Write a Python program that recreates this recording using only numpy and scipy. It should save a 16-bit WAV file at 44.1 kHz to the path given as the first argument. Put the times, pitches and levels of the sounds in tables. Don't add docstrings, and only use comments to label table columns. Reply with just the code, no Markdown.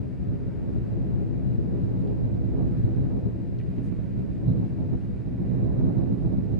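import sys
import numpy as np
from scipy import signal
from scipy.fft import rfft, irfft, next_fast_len
from scipy.io import wavfile
from scipy.ndimage import uniform_filter1d

SR = 44100
rng = np.random.default_rng(int(sys.argv[2]) if len(sys.argv) > 2 else 0)


def invert_db(level):
    return 10 ** (np.asarray(level, dtype=float) / 20)


def output_pcm(signal):
    pcm = np.clip(np.atleast_2d(signal).T, -1, 1) * 32767
    wavfile.write(sys.argv[1], SR, np.round(pcm).astype(np.int16))


N = 290881
T = np.arange(N) / SR


def level(x, db):
    return x * invert_db(db) / np.sqrt(np.mean(x ** 2))


def lowpass(x, order, hz):
    return signal.sosfilt(signal.butter(order, hz, fs=SR, output="sos"), x)


def coloured(table, centre_hz=None):
    size = next_fast_len(N)
    hz, db = np.transpose(table)
    octave = np.log2(np.arange(1, size // 2 + 2) * SR / size)
    gain = invert_db(np.interp(octave, np.log2(hz), db, left=-200, right=-200))
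    if centre_hz:
        gain = gain * np.cos(np.pi / 2 * np.clip(2 * (octave - np.log2(centre_hz)), -1, 1))
    return irfft(rfft(rng.standard_normal(size)) * gain, size)[:N]


def ring(x, hz, width_hz):
    return signal.lfilter(*signal.iirpeak(hz, hz / width_hz, SR), x)


def walk(rate):
    hold = int(SR / rate)
    steps = np.repeat(rng.standard_normal(N // hold + 1), hold)
    return 0.9 * uniform_filter1d(uniform_filter1d(steps, hold), hold)[:N]


def steady(x, span_s):
    span = int(span_s * SR)
    power = uniform_filter1d(uniform_filter1d(x ** 2, span), span)
    return x / np.sqrt(power / np.mean(x ** 2))


def bell(s, width_s):
    return np.exp(-((T - s) / width_s) ** 2 / 2)


def bumps(rows, column, width_s):
    rows, coarse = np.array(rows), T[::64]
    bells = np.exp(-((coarse - rows[:, :1]) / width_s) ** 2 / 2)
    return np.interp(T, coarse, rows[:, column] @ bells)


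def mechanism():
    # (frequency [Hz], density [dB per Hz])
    whirr_spectrum = [(530, -30.5), (900, -8.5), (1300, -8.5), (1480, -6), (1830, -10), (2550, -11),
                      (2750, -13), (3300, -19.5), (3900, -20.5), (5150, -23.5), (5450, -26.5), (11300, -32),
                      (11420, -53.5), (12000, -57.5)]
    # (frequency [Hz], density [dB per Hz])
    hiss_spectrum = [(530, -31.5), (900, -9.5), (1300, -15.5), (1900, -12.5), (3200, -21.5), (4700, -27),
                     (7000, -30.5), (11300, -35), (11420, -54), (12000, -59.5)]
    # (time [s], lift [dB], half width [s])
    labouring = [
        (.45, -0.5, 0.57),
        (1.999, 0.5, 0.14),
        (2.7, 0.7, 0.24),
        (3.95, 0.5, 0.16),
        (5.7, -0.5, 0.27),
        (6.499, 0.5, 0.21),
    ]
    # (time [s], lift [dB], half width [s], centre [Hz])
    drifting = [
        (.55, 2.5, .2, 1250),
        (.3, 0.5, 0.18, 2200),
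        (1.2, 1, 0.18, 1250),
        (2.949, 1.5, 0.22, 1500),
        (3.5, -1, 0.17, 1200),
        (3.9, 1.5, 0.2, 2100),
        (4.85, 0, .1, 1200),
        (5.55, 2.5, 0.16, 1900),
        (5.9, 2.5, .15, 1250),
    ]
    swell_db = -65.5 + sum(lift_db * bell(s, width_s) for s, lift_db, width_s in labouring)
    flicker_db = 0.77 * walk(rate=44) + 0.62 * walk(rate=6.4)
    whirr = level(coloured(whirr_spectrum), 0) * invert_db(swell_db + flicker_db)
    for s, lift_db, width_s, hz in drifting:
        whirr = whirr + (invert_db(2 * lift_db) - 1) * bell(s, width_s) * ring(whirr, hz, 0.4 * hz)
    hiss = np.array([level(coloured(hiss_spectrum), -70) for _ in range(2)])
    whine = invert_db(-100.5) * np.sin(2 * np.pi * 7999.7 * T)
    return whirr * invert_db([[0.8], [-0.8]]) + hiss + whine


def drum():
    # (centre [Hz], width [Hz], left [dB], right [dB], weakness of every other tap [0-1])
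    body = [(1840, 480, -71, -76, 0.3), (2266, 260, -76.5, -84.5, 0.5), (2568, 59, -84, -85.5, 0.5),
            (3520, 900, -90.5, -90, 0.3), (4500, 200, -84.5, -88.5, 0.06), (4960, 250, -87.5, -86, 0),
            (6560, 600, -94.5, -97.5, .3), (8300, 700, -97.5, -103, .3), (9600, 800, -98.5, -92.5, .2)]
    drum_hz = 150
    at = np.arange(280, N, SR // drum_hz)
    strength = invert_db(0.66 * rng.standard_normal(len(at)))
    every_other = np.arange(len(at)) % 2
    out = 0
    for hz, width_hz, left_db, right_db, uneven in body:
        taps = np.zeros(N)
        taps[at] = strength * (1 - uneven * every_other)
        rung = ring(ring(taps, hz, width_hz), hz, width_hz)
        out = out + level(rung, 0) * invert_db([[left_db], [right_db]])
    return np.array([out[0], np.roll(out[1], 1)])


def ticks():
    # (time [s], left [dB], right [dB])
    handovers = [(.179, -70, -56), (1.152, -54, -70), (1.278, -70, -54), (1.86, -70, -54), (1.88, -70, -55),
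                 (1.9, -70, -50), (2.0763, -46, -70), (2.0785, -70, -44), (2.0985, -70, -49),
                 (3.208, -54, -51), (3.587, -60, -55), (4.66, -53, -70), (4.681, -70, -51),
                 (5.419, -70, -51), (5.643, -70, -53), (6.347, -70, -46)]
    s, *db = np.transpose(handovers)
    out = np.zeros((2, N))
    out[:, (s * SR).astype(int)] = invert_db(np.array(db) + 16)
    return lowpass(out, 2, 2400)


def handling():
    # (time [s], level [dB], centre [Hz], t60 [s], left minus right [dB])
    knocks = [
        (2.073, -51.5, 3580, .05, -1),
        (3.5853, -48, 4220, .03, 1),
        (3.5893, -46, 2850, 0.042, 2),
        (3.598, -41, 2070, .05, 8),
        (3.611, -43, 2300, .05, -1),
        (3.779, -48, 2100, .12, 0),
    ]
    zip_start_s, zip_hz, zip_clicks = 3.8105, 260, 25
    out = np.zeros((2, N))
    for s, db, hz, t60, pan_db in knocks:
        fade = (T >= s) * np.exp(-np.log(1000) * np.abs(T - s) / t60)
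        knock = ring(ring(rng.standard_normal(N) * fade, hz, 0.45 * hz), hz, 0.45 * hz)
        out += knock * invert_db(db + np.array([[pan_db], [-pan_db]]) / 2)
    clicks = np.zeros(N)
    at = (SR * (zip_start_s + np.arange(zip_clicks) / zip_hz)).astype(int)
    clicks[at] = invert_db(-46.5) * np.hanning(zip_clicks + 2)[1:-1] ** 0.6
    return lowpass(out, 4, 5700) + ring(clicks, 7000, 8000)


def port_wind(sharp_db, blows, shed):
    # (frequency [Hz], density [dB per Hz])
    eddy_spectrum = [(7.1, -48.5), (12, -20.5), (64, -1), (135, -1), (323, -11.5), (635, -26.5),
                     (1190, -46.5), (2200, -65), (2860, -86), (4840, -120)]
    blow_s, even_s = 0.008, 0.029
    buffet_db = 2.5 * walk(rate=32)
    sizes = 16 * 2 ** (np.arange(15) / 2)
    eddies = []
    for hz in sizes:
        eddy = coloured(eddy_spectrum, hz) * invert_db(0.48 * walk(rate=25))
        eddies.append(steady(eddy, 0.2 + 8 / hz))
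    eddies = np.array(eddies)
    eddies = eddies + shed * ring(eddies, 133, 110)
    lift_db = 1.12 * bumps(blows, column=1, width_s=blow_s)
    tilt_db = 0.9 * bumps(blows, column=2, width_s=1.9 * blow_s)
    groups = ((sizes < 200, -0.3, 1),
              ((sizes > 200) & (sizes < 450), 0.7, 1),
              (sizes > 450, 0.7, 0.79))
    out = 0
    for group, share, feel in groups:
        whole = eddies[group].sum(axis=0)
        small = np.clip(np.log2(sizes[group] / 200), 0, 1)[:, None]
        shaped = eddies[group] * invert_db((1 - 0.62 * small) * buffet_db + 0.82 * small * sharp_db)
        evening = steady(whole, even_s) / whole
        out = out + shaped.sum(axis=0) * evening * invert_db(feel * (lift_db + share * tilt_db))
    return level(out, 0)


def wind():
    # (time [s], level [dB], sharpness as 300-900 Hz share [dB], left minus right [dB])
    gust = [(0.0, -29.5, -14, 3), (0.601, -27.5, -11.5, 0.5), (1.1, -27.0, -11.5, 2.5),
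            (1.8, -25, -8.5, 1.5), (2.3, -25, -13, -2.5), (2.8, -24.5, -14, -3), (3.3, -28.5, -10.5, 3),
            (3.6, -28, -14, -0.5), (4.2, -30, -13.5, -4), (4.42, -28.5, -13, 1.5), (4.551, -24, -20, -4),
            (4.72, -28.5, -14.5, 4.5), (5.25, -30, -12, -3.5), (5.6, -24.5, -10, -4), (6.1, -26, -13, -6.5),
            (6.6, -25, -16.5, -5.5)]
    # (time [s], lift [dB], extra sharpness [dB])
    puffs = [(.28, 2, -1.5), (0.479, -1.5, 2.4), (.77, 2.5, -2), (0.979, 1, 1), (1.18, 3.5, -3),
             (1.39, -1, -0.7), (1.59, -4, -2), (1.84, -1.5, 0.5), (2.11, -0.4, 3), (2.6, 2.5, 4.5),
             (3.04, 6, -3), (3.159, 2.5, 1.1), (3.26, -1, 2), (3.99, 0.5, -0.5), (4.18, 7, -4),
             (4.501, 8, -3.5), (4.56, 0.5, 2.5), (4.63, 0, 5), (4.809, 0.5, 6), (4.931, 5.5, -2.5),
             (5.09, 1.5, -2), (5.401, 4, -3.5), (5.63, 7, -4), (5.83, 8, -1.5), (5.99, 4, 0.9),
             (6.119, 5, 0), (6.27, 4, 1), (6.53, 3.5, 0.5)]
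    # (time [s], share passed over [ratio], half width [s])
    heading = [
        (1.9, -0.044, 1),
        (4.6, 0.051, 0.07),
        (6.1, -0.024, 0.37),
    ]
    # (time [s], lift [dB], small eddies against large [dB])
    blows_left = [(0.008, 7, -2), (0.135, 1.5, -0.5), (0.175, -6.5, 0), (0.292, 5.5, -4),
                  (0.399, -0.5, 0.5), (0.48, 9.5, -5.5), (0.604, -5, -2), (0.656, -5, 5), (0.764, 5.5, 2),
                  (0.801, 0.5, -7), (0.909, -8.5, 6.5), (0.98, 2, -1), (1.147, 7, -3), (1.216, 2.5, -1),
                  (1.463, 4, -9), (1.594, 11, -4), (1.836, 7, -10.5), (2.006, 1.5, -3), (2.253, 5, -1.5),
                  (2.292, -3.5, 2), (2.41, 2, 2.5), (2.469, -10, 10.5), (2.604, 3, 3.5), (2.787, 4, -6.5),
                  (2.844, 8, -8), (2.913, 1, 1), (2.96, -6.5, -1), (3.049, 1.5, -3.5), (3.21, -6, 1.5),
                  (3.264, 8, -3), (3.329, -5, -0.5), (3.391, 2, 0), (3.51, -0.5, 6), (3.684, 5, -9.5),
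                  (3.786, 3.5, 8.5), (3.878, 8, -0.5), (3.993, 4.5, -3.5), (4.194, 5, -1.5),
                  (4.274, -10, 4.5), (4.324, 1, -0.5), (4.593, 4, -2.5), (4.633, 2.5, -1),
                  (4.685, -9.5, -6), (4.753, -7.5, 1.5), (4.79, 3.5, -2), (4.951, 6, 0.5),
                  (5.007, -10.5, 3.5), (5.094, 6, -1.5), (5.294, -9.5, 4), (5.377, -5.5, 3),
                  (5.575, -3, -0.5), (5.619, 1, -3), (5.844, 4, -3.5), (5.964, 6, -7), (6.055, -6.5, 5.5),
                  (6.124, 4, 0.5), (6.167, -7.5, 1.5), (6.26, 4.5, -5), (6.389, 9, -1.5),
                  (6.522, 2.5, -2.5)]
    # (time [s], lift [dB], small eddies against large [dB])
    blows_right = [(0.048, 5, 1.5), (0.117, -1.5, 1), (0.206, 6, -8.5), (0.337, 1.5, 4.5), (0.48, 1, 1.5),
                   (0.562, 2, -8), (0.699, 2.5, 1.5), (0.959, -4, 3.5), (1.032, 2.5, -2.5),
                   (1.186, -0.5, 3.5), (1.473, 2.5, -5), (1.624, 5.5, -2.5), (1.667, 0.5, -2),
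                   (1.849, 1.5, -2.5), (2.004, -4, -4.5), (2.072, -5.5, 5.5), (2.123, 5, -5),
                   (2.242, 1.5, -7.5), (2.287, 6, 3.5), (2.456, 1, -6.5), (2.691, -7.5, 7.5),
                   (2.728, -1.5, -3), (2.822, -9, -1), (2.877, -2.5, 13), (3.027, -3, 4), (3.078, -5, 2.5),
                   (3.17, 1.5, 2), (3.363, 2, -4), (3.464, -3.5, 3.5), (3.508, -0.5, -7.5),
                   (3.556, -11, 6.5), (3.608, 1, -6.5), (3.75, -5.5, 4), (3.793, 3.5, 2.5), (3.873, -2, 1),
                   (3.925, 8.5, -1.5), (3.992, 7.5, -4), (4.13, -2.5, 1.5), (4.179, 2.5, -3.5),
                   (4.255, -3, 10), (4.301, 7.5, -5), (4.419, -1, 5), (4.49, 6.5, -3), (4.597, 3, -1),
                   (4.804, 7, 0), (4.933, 7.5, 5.5), (5.235, -7, 5), (5.28, 7, -2.5), (5.371, -10.5, 0.5),
                   (5.506, 3.5, -4), (5.669, -1, 0.5), (5.71, 1.5, -3), (5.751, -5.5, 3), (5.941, -7.5, 10),
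                   (5.992, 5, -3), (6.165, -6, 6.5), (6.205, -3, -8.5), (6.332, 7, 3), (6.469, -1.5, -0.5),
                   (6.536, 2, 0.5)]
    puff_s = 0.057
    s, *columns = np.transpose(gust)
    gust_db, sharp_db, pan_db = (np.interp(T, s, c) for c in columns)
    gust_db = gust_db + 0.72 * bumps(puffs, column=1, width_s=puff_s)
    sharp_db = sharp_db + bumps(puffs, column=2, width_s=puff_s)
    sharp_db = sharp_db - sharp_db.mean()
    left = port_wind(sharp_db - 0.6, blows_left, shed=0.24) * invert_db(1.5)
    right = port_wind(sharp_db + 0.29, blows_right, shed=0.033) * invert_db(-0.19)
    ports = np.array([left, right])
    shared = sum(share * bell(at_s, width_s) for at_s, share, width_s in heading)
    ports = (ports + shared * ports[::-1]) / np.sqrt(1 + shared ** 2)
    rolled = lowpass(ports[::-1], 2, 150)
    ports = ports + 0.35 * rolled * np.array([[1], [-1]])
    return ports * invert_db(gust_db - 0.36 + 0.9 * np.array([pan_db, -pan_db]) / 2)


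def lift_slices(x, rows):
    slice_s, slice_octaves = 0.06, 0.24
    size, rows = next_fast_len(N), np.array(rows, float)
    spectrum = rfft(x, size)
    f = np.log2(np.arange(1, size // 2 + 2) * SR / size)
    for octave in np.log2(32) + np.arange(15) / 3:
        near = np.exp(-((np.log2(rows[:, 1]) - octave) / slice_octaves) ** 2 / 2)
        lifts = np.c_[rows[:, 0], rows[:, 2] * near]
        lift_db = 0.81 * bumps(lifts, column=1, width_s=slice_s)
        window = np.cos(np.pi / 2 * np.clip(3 * (f - octave), -1, 1)) ** 2
        x = x + (invert_db(lift_db) - 1) * irfft(spectrum * window, size)[:N]
    return x


def shifting_wind():
    # (time [s], pitch [Hz], lift [dB])
    centre_lifts = [(0.07, 152, -9), (0.37, 54, -9), (0.44, 75.4, 17), (0.66, 152, -10.5),
                    (0.84, 110, -8.0), (0.85, 91, 11.5), (0.99, 75.2, 10.5), (1.06, 150, -7.5),
                    (1.08, 181, 4), (1.1, 181, 6.0), (1.12, 64, -12), (1.22, 180, -6.5), (1.4, 64, 9.5),
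                    (1.62, 252, 4), (1.66, 64.7, -8), (1.86, 127, 5.0), (1.9, 76.6, 11), (2.21, 179, -8),
                    (2.35, 76, -10.5), (2.37, 90.4, 9.5), (2.4, 90, 7.0), (2.43, 130, -8), (2.55, 180, 4),
                    (2.85, 129, -1.5), (3.04, 127, 4.5), (3.06, 183, -6), (3.12, 248, 7.5), (3.14, 110, -9),
                    (3.28, 90, 8.5), (3.39, 134, -5), (3.8, 210, 8), (4.15, 110, -9), (4.5, 181, 0.5),
                    (4.51, 89.5, -7.5), (4.54, 130.5, 6), (4.56, 53.6, 9.5), (4.64, 64, -13),
                    (4.66, 213, 9.5), (4.781, 54, -10), (4.79, 76, 12), (4.86, 90, -7), (4.9, 109.5, 12.5),
                    (4.93, 131, -6), (4.97, 181, 3.5), (5.15, 210, 9), (5.151, 250, -11.5),
                    (5.28, 125, 4.5), (5.4, 208, 8.5), (5.64, 45.6, -10.5), (5.7, 242, -9), (5.719, 110, 4),
                    (5.85, 130, 3.5), (5.91, 90, -11.0), (5.93, 249, 8.5), (5.95, 251, 0.5),
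                    (5.97, 217, -5.5), (6.06, 54, -11), (6.27, 150.4, 6.5), (6.34, 45, -9),
                    (6.59, 150.7, -6),
                    (0.21, 160, 6.0), (0.23, 220, -5), (0.39, 220, 6.0), (0.43, 262, -4.5),
                    (0.46, 370, 3.5), (0.47, 623, -4), (0.51, 109, 6.5), (0.58, 130, -7.5),
                    (0.96, 131, 5.0), (0.97, 181, -3.5), (1.1, 179, 4.0), (1.23, 178, -6), (1.33, 183, 6),
                    (1.46, 180, -5.0), (1.63, 260, 3), (1.72, 440, 4.5), (1.74, 261, -4.0),
                    (1.74, 261, -4.0), (1.75, 222, 6.5), (1.75, 523, -6.5), (1.78, 438, 6), (1.88, 520, -8),
                    (1.99, 182, -7.5), (2.0, 220, 4.5), (2.01, 220, 7), (2.11, 259, -4.5), (2.3, 370, -7),
                    (3.05, 109, 5.0), (3.05, 180, -3.5), (3.12, 257, 3), (3.27, 262, -5.0),
                    (3.36, 260, 4.5), (3.76, 513, 4), (3.8, 308, -2.5), (4.16, 222, -2), (4.32, 258, 4),
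                    (4.46, 160, -2), (4.5, 263, -3.5), (4.51, 309, 0), (4.95, 130, -4), (4.98, 160, 7.5),
                    (5.29, 110, 3.5), (5.38, 520, -6.5), (5.4, 438, 5.5), (5.61, 259, 4.0),
                    (5.9, 368, -4.5), (5.94, 260, 3.5), (5.97, 179.5, -2.5), (6.01, 132, 5.0),
                    (6.08, 260, -3), (6.09, 259, -3.5), (6.11, 375, 4.5), (6.12, 220, 6.5),
                    (6.13, 130, -4.5), (6.13, 520, -5.5), (6.32, 260, 4.0), (6.43, 180, -4.0),
                    (6.52, 257, 3)]
    # (time [s], pitch [Hz], lift [dB])
    side_lifts = [(0.0, 130, -13), (0.35, 150, 0), (0.35, 150, -1.5), (0.35, 180, 5), (0.98, 110, 8),
                  (0.98, 110, 9.0), (0.99, 90, -10), (1.21, 130, 4.5), (1.33, 54, -8.5),
                  (1.63, 110, 10.5), (1.84, 54, -10), (1.84, 76, 10), (1.98, 150, 6.5), (2.05, 110, -9),
                  (2.05, 130, 4), (2.08, 54, -9), (2.1, 76, 9.5), (2.42, 54, 15.5), (2.42, 64, -8.5),
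                  (2.42, 90, 13), (2.47, 130, -10), (2.53, 76, 6.0), (2.61, 110, 6.5), (2.71, 180, 8.5),
                  (2.83, 150, -6.0), (2.87, 76, 8), (2.92, 45, 14.5), (3.04, 64, -8), (3.05, 130, 9),
                  (3.13, 76, -7.0), (3.14, 110, -5.5), (3.15, 64, 9.0), (3.18, 90, 11), (3.5, 110, 7.5),
                  (3.67, 180, -8), (4.02, 130, 2), (4.15, 54, 10), (4.17, 130, -8), (4.23, 64, -9.0),
                  (4.33, 210, 9), (4.49, 150, -6.0), (4.51, 90, -10.5), (4.6, 110, 7),
                  (4.61, 54, -13.0), (4.63, 250, 8.5), (4.78, 110, -5), (4.8, 150, 11.5),
                  (4.94, 54, 10), (5.62, 180, 3.5), (5.65, 150, -9), (5.68, 90, 6), (5.77, 210, -5.5),
                  (5.87, 76, -5.5), (5.98, 130, 5), (6.02, 150, -4.5), (6.07, 90, -9.5),
                  (6.28, 64, -10.0), (6.44, 90, -6.5), (6.49, 110, 2), (6.59, 90, 1)]
    left, right = wind()
    alike = lift_slices((left + right) / 2, centre_lifts)
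    opposed = lift_slices((left - right) / 2, side_lifts)
    return np.array([alike + opposed, alike - opposed])


def scene():
    return shifting_wind() + drum() + mechanism() + handling()


def top_cut(x):
    return signal.sosfilt(signal.butter(12, 11960, fs=SR, output="sos"), x)


def record(dry):
    widen_lag = 592
    leak_hz, ceiling = 3899.95, 0.3
    mid, side = (dry[0] + dry[1]) / 2, (dry[0] - dry[1]) / 2
    late = np.concatenate([np.zeros(widen_lag), mid[:-widen_lag]])
    late = signal.sosfilt(signal.butter(2, 78, "high", fs=SR, output="sos"), late)
    late = lowpass(late, 1, 1300)
    deep = lowpass(mid, 1, 90)
    mid = invert_db(-1.5) * (mid - 0.61 * late - 0.57 * deep)
    mid = mid - invert_db(-31.5) * bell(6.5965, 0.0018)
    wide = np.array([mid + side, mid - side]) + ticks()
    wide = wide * np.clip(T / 0.002, 0, 1)
    wide = wide / (1 + (wide / ceiling) ** 4) ** 0.25
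    leak = invert_db(-49.0) * np.cos(2 * np.pi * leak_hz * T)
    leak = leak + invert_db(-67.0) * np.cos(4 * np.pi * leak_hz * T)
    return top_cut(wide * (1 + leak))


dry = scene()
out = record(dry)
output_pcm(out)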